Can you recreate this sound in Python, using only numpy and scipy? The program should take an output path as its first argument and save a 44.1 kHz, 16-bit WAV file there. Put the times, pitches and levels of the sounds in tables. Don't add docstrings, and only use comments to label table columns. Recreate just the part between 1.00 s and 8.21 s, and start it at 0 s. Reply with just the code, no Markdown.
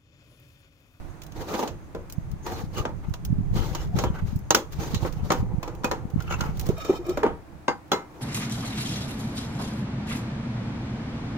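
import sys
import numpy as np
from scipy import signal
from scipy.fft import rfft, irfft
from scipy.io import wavfile
from scipy.ndimage import uniform_filter1d

SR = 44100
rng = np.random.default_rng(int(sys.argv[2]) if len(sys.argv) > 2 else 0)


def wav_out(sig):
    wavfile.write(sys.argv[1], SR, np.round(np.clip(np.atleast_2d(sig).T, -1, 1) * 32767).astype(np.int16))


def convert_level_to_amplitude(level_db):
    exponent = np.asarray(level_db, float) / 20
    return 10 ** exponent


N = 317936

# [f/Hz, level/dB per Hz]
HUM_COLOUR = [(59, 7), (100, -1.5), (235, -4), (323, 4), (391, -7.5), (790, -6.5), (2450, -20),
              (2960, -25.5), (15000, -36), (16300, -37)]
HUM_DB = -49
PASSING_DB, PASSING_S = 4, 0.17

# [t/s, level/dB]
GUSTS = [(0, -38), (.27, -46), (.42, -36), (.6, -52), (.72, -32.5), (.9, -44.5), (1.22, -32), (1.9, -41),
         (2.3, -28.5), (3.3, -31.5), (3.6, -43), (3.9, -29), (4.8, -35.5), (5.72, -29), (5.86, -39),
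         (6.15, -36), (6.6, -51), (7.21, -59)]
# [f/Hz, level/dB per Hz]
BUFFET_COLOUR = [(8.8, -59), (15, 2), (157, -1), (280, -23), (363, -39), (400, -16.5), (520, -58),
                 (880, -120)]
# [t/s, left minus right level/dB]
WIND_BALANCE = [(0, -15.5), (1.5, 1), (5.8, -3.5)]
# [t/s, peak level/dB, f/Hz]
EDDIES_LEFT = [(1.338, -17.5, 121), (1.64, -16, 147), (1.806, -14, 93), (2.088, -14.5, 135.0),
               (2.515, -12.5, 107), (2.554, -11, 125.0), (2.719, -17.5, 131), (2.946, -11, 135),
               (2.978, -10, 123), (3.075, -13, 109), (3.105, -10.5, 139), (3.249, -18, 105.0),
               (3.332, -15, 163), (3.366, -14, 151), (3.959, -17, 155.0), (4.233, -15.5, 121),
               (4.402, -15, 117), (4.43, -11, 166), (4.543, -13, 141), (5.055, -16, 178),
               (5.162, -7.5, 174), (5.494, -16.5, 153)]
# [t/s, peak level/dB, f/Hz]
EDDIES_RIGHT = [(1.185, -11, 132), (2.112, -13, 106), (2.307, -9, 128), (2.329, -6.5, 162),
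                (2.388, -9.5, 152), (2.41, -12.5, 149), (2.533, -14, 133), (2.569, -11, 141),
                (2.958, -9.5, 155), (3.228, -14, 122), (3.238, -15, 109), (3.361, -11.5, 109),
                (3.792, -13.5, 117), (3.941, -11, 170), (3.969, -14, 93), (4.03, -15, 123),
                (4.173, -18, 129), (4.586, -11.5, 125.0), (5.142, -12, 114), (5.181, -12.5, 114),
                (5.195, -12.5, 115), (5.419, -14.5, 148), (5.694, -5, 161)]

BLADE_HZ, BLADE_WIDTH_HZ, CHATTER_DB = 6420, 830, -70.5
PORT_LAG_S = 5 / SR

# [f/Hz, level/dB, t60/s]
BODY_MODES = [(323, -15, 0.25), (365, 1.5, 0.1), (453, -11, 0.3), (504.7, 1.5, 0.091), (590, -4.5, 0.071)]
# [f/Hz, level/dB, t60/s]
WALL_MODES = [(798, -8, 0.29), (891, -5.5, 0.16), (960.5, -3, 0.18), (1064, -5.5, 0.11),
              (1206, -0.5, 0.039), (1260, -1.5, 0.027), (1400, 3, 0.0091)]
# [f/Hz, level/dB, t60/s]
RIM_MODES = [(2060, 0, .06), (2490, -2, .05), (2900, 2, .08), (3400, 2, .07), (4080, 3, .07),
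             (4650, 1, .05), (5630, 4, .06), (6300, 5, .04), (6700, 3, .04)]
# [f/Hz, level/dB, t60/s]
LEANED_MODES = [(1340, 3, .1), (1480, 3, .06), (1700, 0, .05), (2020, 3, .07), (2215, 5, .07),
                (2570, 5, .06), (2800, 4, .05), (2990, 3, .06)]
# [f/Hz, level/dB, t60/s]
LID_MODES = [(689, 6, .02), (1285, 1.5, .06), (1680, -11, .1), (2430, 1, .06), (3100, -3, .05),
             (3730, -2, .08), (4440, -8, .06), (5310, -4, .07), (5570, -2, .065), (6070, -7, .05),
             (6750, -6, .04), (7500, 3, .035), (9500, 7, .006), (13800, 9, .004)]

# [f/Hz, level/dB per Hz]
CRACK_COLOUR = [(1060, -2), (1800, -3), (3100, 1), (4080, -0.5), (4920, -3.5), (5540, 0.5), (5970, -3.5),
                (6470, 3.5), (8000, -12.5), (10400, -78), (17600, -120)]
# [f/Hz, level/dB per Hz]
TIP_COLOUR = [(4710, -6), (8000, -10), (12500, -9.5), (15100, 0), (16000, -14), (16700, -26)]
# [f/Hz, level/dB per Hz]
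HISS_COLOUR = [(1060, 2), (1800, -5.5), (2700, -7.5), (4240, -7), (5240, -9.5), (6600, -8), (8090, -18.5),
               (10700, -20), (15100, -12.5), (16300, -31)]
# [f/Hz, level/dB per Hz]
RUMBLE_COLOUR = [(150, -6.5), (250, 1.5), (481, 3.5), (647, 0.5), (848, 0.5), (1550, -12.5), (1900, -15.5),
                 (2470, -17), (4180, -120)]

# [t/s, rim peak level/dB, tip treble level/dB]
TICKS = [(0.2184, -30.5, -32), (0.2346, -37, -31), (0.2648, -39.5, -33.5), (0.321, -37.5, -39),
         (1.0987, -33.5, -29), (1.1236, -34, -22), (1.315, -41, -35), (2.096, -51, -42),
         (2.2498, -26.5, -21), (3.36, -48, -28.5), (3.3897, -50, -36), (3.7225, -36, -30),
         (4.125, -31.5, -32), (4.835, -32, -43), (4.7501, -41, -37), (5.1013, -43, -38),
         (5.222, -34, -28.5), (5.5717, -37, -32), (5.5953, -22, -18.5), (5.6114, -28, -24),
         (5.658, -38, -32), (5.666, -30, -23), (5.688, -36, -27), (5.781, -40, -30), (6.066, -42, -32),
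         (2.543, -42, -38), (2.8725, -42, -45), (2.972, -38, -36), (3.027, -34, -34), (4.02, -38, -36),
         (6.094, -26, -26.5), (6.8803, -50, -50)]
# [t/s, rim peak level/dB, body level/dB, wall level/dB]
FREE_KNOCKS = [(0.5395, -34, -26, -34), (0.5915, -31, -24, -27), (0.626, -40, -29, -31),
               (0.6751, -30.5, -25, -42), (1.4642, -34, -26, -32.5), (1.7795, -33, -24, -31),
               (2.7487, -26.5, -32, -27.5), (2.9866, -22.5, -17, -19), (3.9442, -24, -24, -39),
               (4.0487, -46, -16, -23.5), (4.6766, -38.5, -24, -36), (4.9124, -26, -17.5, -20.5),
               (5.437, -43, -32, -32), (5.6876, -35.5, -18, -34), (5.8479, -33, -28, -36),
               (6.2313, -37, -23, -15), (6.2632, -46, -10.5, -25), (6.9167, -20, -17, -15),
               (6.9315, -28, -20, -23)]
# [t/s, rim peak level/dB, body level/dB, wall level/dB]
HELD_SNAPS = [
    (0.9482, -43.5, -20.5, -37.5),
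    (1.8909, -53, -26, -51),
    (3.0372, -29, -15, -21),
    (3.5463, -8.5, -12.5, -14.5),
    (4.3182, -19.5, -19.5, -17),
    (4.6286, -33, -30, -31),
    (4.8435, -22.5, -17, -18.5),
    (6.1725, -33.5, -16.5, -25.5),
]
# [t/s, rim peak level/dB, body level/dB, wall level/dB]
GRIPPED_BITES = [
    (2.138, -25.5, -51, -34),
    (3.5058, -6, -7, -10),
    (5.203, -34, -54, -36),
    (5.3081, -34, -41, -26),
    (5.3223, -25.5, -53, -25.5),
    (5.3378, -33, -51, -27),
    (5.4077, -19.5, -38, -24.5),
]
# [t/s, rim peak level/dB, body level/dB, wall level/dB]
DULL_KNOCKS = [
    (1.8522, -33, -19.5, -23),
    (4.3034, -19, -9, -14.5),
    (6.6805, -23, -16, -14),
]
# (t60/s, tip level over rim level/dB)
FREE, HELD, GRIPPED, DULL = (0.24, -9.5), (0.2, -6), (0.1, -8.5), (0.17, -34)

# [start t/s, length/s, hiss level/dB, rumble level/dB]
STROKES = [(0.633, 0.042, -45, -29.5), (1.469, 0.15, -41.5, -35), (1.81, 0.11, -85, -43),
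           (2.563, 0.16, -40.5, -34), (2.967, 0.086, -41.5, -32), (3.27, 0.064, -49, -48.5),
           (3.734, 0.014, -45.5, -48), (3.801, 0.081, -38.5, -33), (3.916, 0.062, -45.5, -41.5),
           (4.031, 0.043, -40, -33), (4.137, 0.044, -54, -58), (4.254, 0.15, -48.5, -41),
           (4.436, 1, -91, -45.5), (5.387, 0.11, -50, -43), (5.905, 0.031, -47, -26),
           (6.254, 0.014, -68, -23)]
# [start t/s, length/s, hiss level/dB, rumble level/dB]
PUSHES = [
    (0.364, 0.057, -51, -42.5),
    (0.486, 0.11, -44, -35),
    (1.745, 0.045, -47.5, -43),
    (2.755, 0.07, -52.5, -46.5),
    (5.558, 0.15, -54.5, -47),
    (5.944, 0.236, -76, -55),
    (7.108, 0.11, -64, -52),
]
# [start t/s, length/s, hiss level/dB, rumble level/dB]
CREAKS = [
    (2.041, 0.053, -58, -50.5),
    (3.145, 0.055, -44.5, -40),
    (5.18, .006, -55, -52),
    (5.208, .02, -47, -48),
    (5.281, .008, -46, -52),
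    (5.312, 0.038, -38.5, -41),
    (5.415, .035, -41, -42),
    (5.46, .04, -47, -45),
    (4.17, .1, -57, -46),
    (4.65, .1, -57, -47),
]
# [start t/s, length/s, hiss level/dB, rumble level/dB]
LID_RUBS = [
    (5.784, 0.01, -43, -58),
    (5.81, .02, -44, -50),
    (5.847, 0.02, -38, -41),
    (5.884, .006, -46, -52),
    (5.902, 0.03, -43, -41),
    (5.958, .018, -43, -50),
    (6.068, .008, -45, -40),
    (6.092, 0.045, -44, -36),
    (6.178, .02, -46, -47),
]
GRAB_DB_PER_S, LET_GO_DB_PER_S = 634, 324
SAG_DB, SWELL_DB = -5.5, 7.5

# [start t/s, length/s, level/dB, f/Hz]
SQUEAKS = [(.405, .04, -45, 950), (.5, .04, -44, 1300), (.545, .03, -52, 3500), (.675, .015, -52, 2600),
           (1.44, .012, -54, 6400), (1.47, .03, -49, 1800), (1.49, .04, -45, 750), (1.54, .03, -52, 4200),
           (1.765, .035, -44, 2900), (1.775, .045, -41, 1200), (2.56, .025, -50, 4300),
           (2.575, .07, -49, 3100), (2.62, .035, -52, 4150), (2.6, .05, -47, 1300), (2.77, .045, -51, 2900),
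           (2.81, .02, -54, 5500), (2.81, .02, -56, 6800), (3.005, .02, -51, 4150), (3.05, .04, -52, 3200),
           (3.81, .055, -48, 6300), (3.945, .035, -44, 4000), (5.31, .04, -47, 6600),
           (1.775, .02, -47, 6500), (3.15, .05, -47, 1500), (1.87, .04, -45, 900), (2.9, .05, -50, 700)]
SQUEAK_SHARPNESS, SQUEAK_FADE_S = 9, 0.01
# [t/s, peak level/dB, f/Hz, t60/s]
PINGS = [(2.137, -28, 1400, 0.019), (3.506, -8, 6360, 0.029), (3.5465, -6.5, 1433, 0.033),
         (3.549, -3.5, 5380, 0.017), (4.63, -25.5, 1046, 0.05), (4.63, -33, 2400, .05),
         (4.305, -24, 1200, .07), (4.305, -28, 2200, .05), (1.853, -33, 3000, .04), (6.27, -33, 190, .3),
         (6.69, -33, 190, .3), (6.93, -34, 190, .3), (6.682, -21, 850, .15), (4.835, -30, 900, .05),
         (5.308, -31, 2800, .05), (5.324, -29, 2250, .07), (5.338, -30, 2650, .07), (5.338, -27, 950, .08),
         (5.278, -36, 2700, .04), (4.843, -14.5, 1400, 0.028), (5.205, -34.5, 1400, 0.084),
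         (5.277, -32, 1350, 0.085), (5.308, -27, 1400, 0.097), (5.325, -25, 1340, 0.11),
         (5.406, -25, 1393, 0.098), (5.408, -27, 2870, 0.037), (5.894, -28, 1255, 0.12),
         (6.264, -44, 3100, 0.14), (6.917, -23, 3375, 0.08)]
# [t/s, peak level/dB, f/Hz, t60/s]
CLEAR_RINGS = [(3.506, -17, 350, .2), (3.506, -15, 780, .08), (4.845, -23, 2487, .1),
               (4.843, -19, 764, .06), (4.913, -22, 964, .09), (4.914, -30, 1830, .1),
               (4.914, -28, 441, .2), (6.681, -18, 1098, .07), (6.681, -24, 1560, .15),
               (6.681, -29, 2089, .14), (6.681, -28, 2762, .09), (6.681, -34, 4818, .16),
               (6.917, -22, 420, .25), (6.917, -23, 807, .17), (6.917, -23, 1319, .25),
               (6.917, -31, 1647, .25), (6.917, -30, 2083, .3), (6.917, -31, 2891, .15),
               (6.917, -26, 4048, .15)]
# [t/s, peak level/dB, f/Hz, length/s]
FLEXES = [
    (5.699, -17.5, 391, 0.012),
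    (5.779, -34, 654, 0.02),
    (5.895, -9.5, 374, 0.02),
    (5.99, -33, 353, .04),
    (6.065, -29.5, 348, 0.037),
    (6.091, -24, 365, 0.036),
    (6.171, -27, 572, 0.018),
    (6.233, -10, 425, 0.019),
]


def shape(x, points):
    hz, db = np.transpose(points)
    f = np.maximum(np.fft.rfftfreq(x.shape[-1], 1 / SR), 1)
    gain = convert_level_to_amplitude(np.interp(np.log(f), np.log(hz), db, left=-90, right=-90))
    y = irfft(rfft(x) * gain, x.shape[-1])
    return y / np.sqrt(np.mean(y ** 2))


def curve(s, values, outside):
    return np.interp(np.arange(N) / SR, s, values, left=outside, right=outside)


def walk(rate, channels=2):
    k = int(SR / rate)
    levels = np.repeat(rng.standard_normal((channels, N // k + 1)), k, axis=1)
    return 1.913 * uniform_filter1d(levels, k, axis=1)[:, :N]


def add(out, x, s):
    i = max(int(s * SR), 0)
    out[:, i:i + x.shape[1]] += x[:, :N - i]


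def ports(direct, others, spread):
    late = np.roll(direct, int(round(PORT_LAG_S * SR)))
    share = np.clip(spread, 0, 1)
    return np.sqrt(1 - share) * np.array([late, direct]) + np.sqrt(share) * others


def response(modes, damp, db=0):
    hz, top_db, t60 = np.transpose(modes)[:, :, None]
    t = np.arange(6000) / SR
    fade = convert_level_to_amplitude(top_db + db - 60 * t / (t60 * damp))
    return np.sum(fade * np.sin(2 * np.pi * hz * t), axis=0)


def ring(modes, rattle, damp, scatter_db=-1.0):
    detune = np.outer(rng.standard_normal(len(modes)), [0.02, 0, 0])
    struck = np.array(modes) * (1 + detune)
    tap = response(struck, damp, scatter_db * rng.standard_normal((len(modes), 1)))
    waves = signal.fftconvolve(rattle, tap[None], axes=1)[:, :rattle.shape[1]]
    return waves / np.max(np.abs(waves[0]))


def hum():
    noise = shape(rng.standard_normal((3, N)), HUM_COLOUR)
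    low_pass = signal.butter(1, 450, fs=SR, output="sos")
    shared_bass = signal.sosfilt(low_pass, noise[0] - noise[1:])
    passing = PASSING_DB * np.exp(-np.arange(N) / SR / PASSING_S)
    return convert_level_to_amplitude(HUM_DB + passing) * (noise[1:] + shared_bass)


def wind():
    s, db = np.transpose(GUSTS)
    pan = curve(*np.transpose(WIND_BALANCE), None)
    buffet = shape(rng.standard_normal((2, N)), BUFFET_COLOUR) * convert_level_to_amplitude(2.66 * walk(14))
    out = buffet * convert_level_to_amplitude(-0.5 + curve(s, db, -60) + np.array([pan, -pan]) / 2)
    t = np.arange(-900, 900) / SR
    for port, eddies in enumerate((EDDIES_LEFT, EDDIES_RIGHT)):
        for s, db, hz in eddies:
            phase = 2.74 + 1.73 * rng.standard_normal()
            swing = np.cos(2 * np.pi * hz * t + phase) * np.exp(-(hz * t / 0.5) ** 2)
            add(out[port:port + 1], convert_level_to_amplitude(db) * swing[None], s + t[0])
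    return out


def chatter():
    b, a = signal.iirpeak(BLADE_HZ, BLADE_HZ / BLADE_WIDTH_HZ, SR)
    lid_off = curve([6.2, 6.4], [0, -20], None)
    tremble = convert_level_to_amplitude(CHATTER_DB + 2.0 * walk(32, channels=1) + lid_off)
    noise = 4.1 * rng.standard_normal((2, N))
    return signal.lfilter(b, a, signal.lfilter(b, a, noise)) * tremble


def hits():
    out, t = np.zeros((2, N)), np.arange(10000) / SR
    crack_noise = shape(rng.standard_normal((3, N)), CRACK_COLOUR)
    tip_noise = shape(rng.standard_normal((3, N)), TIP_COLOUR)
    thud_noise = shape(rng.standard_normal((3, N)), RUMBLE_COLOUR)
    kinds = ((FREE_KNOCKS, FREE), (HELD_SNAPS, HELD), (GRIPPED_BITES, GRIPPED), (DULL_KNOCKS, DULL))
    blows = [(*row, t60, row[1] + tip_db) for rows, (t60, tip_db) in kinds for row in rows]
    ticks = [(s, rim_db, -90, -90, 0.07, tip_db) for s, rim_db, tip_db in TICKS]
    rise = 1 - np.exp(-(t / 0.002) ** 2)
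    for s, rim_db, body_db, wall_db, t60, tip_db in blows + ticks:
        t60 = np.clip(t60, 0.03, 0.3)
        cut = rng.integers(N - len(t)) + np.arange(len(t))
        crack_fade = rise * (convert_level_to_amplitude(-60 * t / (0.2 * t60)) + convert_level_to_amplitude(-12 - 60 * t / (0.88 * t60)))
        rattle_fade = rise * (convert_level_to_amplitude(-60 * t / 0.013) + convert_level_to_amplitude(-19 - 60 * t / (1.18 * t60)))
        tip_fade = rise * (convert_level_to_amplitude(-60 * t / (0.11 * t60)) + convert_level_to_amplitude(-19.5 - 60 * t / (0.91 * t60)))
        rattle = rng.standard_normal((3, len(t))) * rattle_fade

        crack = 0.35 * crack_noise[:, cut] * crack_fade
        rim = crack + 0.14 * ring(RIM_MODES, rattle, 0.45, scatter_db=5.0)
        thud = 0.41 * thud_noise[:, cut] * rise * convert_level_to_amplitude(-60 * t / (0.42 * t60))
        wall = ring(WALL_MODES, rattle, 0.37) + thud
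        body = ring(BODY_MODES, rattle, 0.5)
        tip = 0.49 * tip_noise[:, cut] * tip_fade

        blow = convert_level_to_amplitude(rim_db + np.array([[3.5], [6.5]])) * ports(rim[0], rim[1:], 0.77)
        blow += convert_level_to_amplitude(tip_db + np.array([[8.5], [7.5]])) * ports(tip[0], tip[1:], 0.97)
        blow += convert_level_to_amplitude(wall_db + 4.0) * ports(wall[0], wall[1:], 0.62)
        blow += convert_level_to_amplitude(body_db - 2.5) * ports(body[0], body[1:], 0.041)
        add(out, blow, s - 0.0009)
    return out


def pressure(start, length, change_db):
    t = np.arange(N) / SR - start
    grab = GRAB_DB_PER_S * np.minimum(t, 0)
    hold = change_db * np.clip(t / length, 0, 1)
    return grab + hold - LET_GO_DB_PER_S * np.maximum(t - length, 0)


def drags(strokes, modes, broad, tonal, damp):
    jumps = np.minimum(rng.exponential(size=N), 4.5) * (rng.random(N) < 0.3)
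    slips = rng.standard_normal((3, N)) * convert_level_to_amplitude(2.3 * jumps)
    slips = slips * convert_level_to_amplitude(1.2 * walk(70, channels=1))
    part = response(modes, damp)
    part[0] += broad
    rung = signal.fftconvolve(slips, part[None], axes=1)[:, :N]
    place = np.arange(N) + 14.0 * uniform_filter1d(walk(12, channels=1)[0], size=2000)
    rung = np.array([np.interp(place, np.arange(N), r) for r in rung])
    hiss = shape(slips, HISS_COLOUR) + tonal * shape(rung, HISS_COLOUR)
    hiss = hiss / np.std(hiss)
    rumble = shape(rung, RUMBLE_COLOUR)
    upper = lower = 0
    for s, length, hiss_db, rumble_db, change_db in strokes:
        push = convert_level_to_amplitude(pressure(s, length, change_db))
        upper = upper + convert_level_to_amplitude(hiss_db) * push
        lower = lower + convert_level_to_amplitude(rumble_db) * push
    return upper * ports(hiss[0], hiss[1:], 1.0) + lower * ports(rumble[0], rumble[1:], 0.25)


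def squeaks():
    out, t = np.zeros((2, N)), np.arange(5000) / SR
    lead = 0.03
    for s, length, db, hz in SQUEAKS:
        b, a = signal.iirpeak(hz, SQUEAK_SHARPNESS, SR)
        noise = rng.standard_normal((3, len(t)))
        tone = signal.lfilter(b, a, signal.lfilter(b, a, noise))
        beyond = np.maximum(np.abs(t - lead - length / 2) - length / 2, 0)
        tone = tone / np.std(tone) * convert_level_to_amplitude(db) * np.exp(-(beyond / SQUEAK_FADE_S) ** 2)
        add(out, ports(tone[0], tone[1:], 0.4), s - lead)
    return out


def pings():
    out, t = np.zeros((2, N)), np.arange(8000) / SR
    rows = [(*row, 1.0) for row in PINGS] + [(*row, 0.3) for row in CLEAR_RINGS]
    for s, db, hz, t60, rough in rows:
        spread = min(8.0 / (t60 * hz), 0.12)
        cluster = 1 + spread * np.array([0.155, -0.99, 0.84, 1.62])
        ratio = np.append(cluster, 2.1)[:, None, None]
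        weight = np.append(1, rough * np.array([0.42, 0.56, 0.16, 0.15]))[:, None, None]
        phase = rng.random((5, 3, 1))
        tone = np.sum(weight * np.sin(2 * np.pi * (ratio * hz * t + phase)), axis=0)
        tone = tone * convert_level_to_amplitude(2.5 * rough * walk(500, channels=3)[:, :len(t)])
        tone = tone * (1 - np.exp(-t / 0.00055)) * convert_level_to_amplitude(db - 3.0 - 60 * t / t60)
        add(out, ports(tone[0], tone[1:], 0.33), s)
    return out


def flexes():
    out, t = np.zeros((2, N)), np.arange(8000) / SR
    for s, db, hz, length in FLEXES:
        held = convert_level_to_amplitude(1.3 * walk(150, channels=1)[0, :len(t)])
        held = held * np.clip(t / 0.0019, 0, 1) * np.clip((length - t) / 0.0062, 0, 1)
        left_over = convert_level_to_amplitude(-23.5 - 60 * t / 0.34) * walk(120, channels=1)[0, :len(t)]
        overtone = np.sin(2 * np.pi * 1.4 * hz * t + 6 * rng.random())
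        tone = np.sin(2 * np.pi * hz * t) + 0.14 * overtone
        add(out, convert_level_to_amplitude(db) * np.tile(tone * (held + left_over), (2, 1)), s)
    return out


def scene():
    high_pass = signal.butter(2, 150, "high", fs=SR, output="sos")
    knocks = signal.sosfilt(high_pass, hits())
    strokes = [(*row, SAG_DB) for row in STROKES] + [(*row, SWELL_DB) for row in PUSHES]
    scrapes = drags(strokes, BODY_MODES + WALL_MODES + RIM_MODES, broad=95.0, tonal=0.34, damp=0.57)
    creak_strokes = [(*row, SAG_DB) for row in CREAKS]
    creaks = drags(creak_strokes, WALL_MODES[1:6] + LEANED_MODES, broad=3.0, tonal=2.0, damp=0.4)
    rub_strokes = [(*row, SAG_DB) for row in LID_RUBS]
    lid = drags(rub_strokes, LID_MODES, broad=1.0, tonal=2.2, damp=0.55)
    tin = chatter() + knocks + scrapes + squeaks() + pings() + creaks
    return hum() + wind() + tin + lid + flexes()


def band_limit(x):
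    return signal.sosfilt(signal.butter(12, 16800, fs=SR, output="sos"), x)


def record(dry):
    rounded = 0.9 * np.tanh(dry / 0.9)
    top_cut = signal.ellip(5, 0.3, 34, 16100, fs=SR, output="sos")
    return band_limit(signal.sosfilt(top_cut, rounded))


dry = scene()
out = record(dry)
wav_out(out)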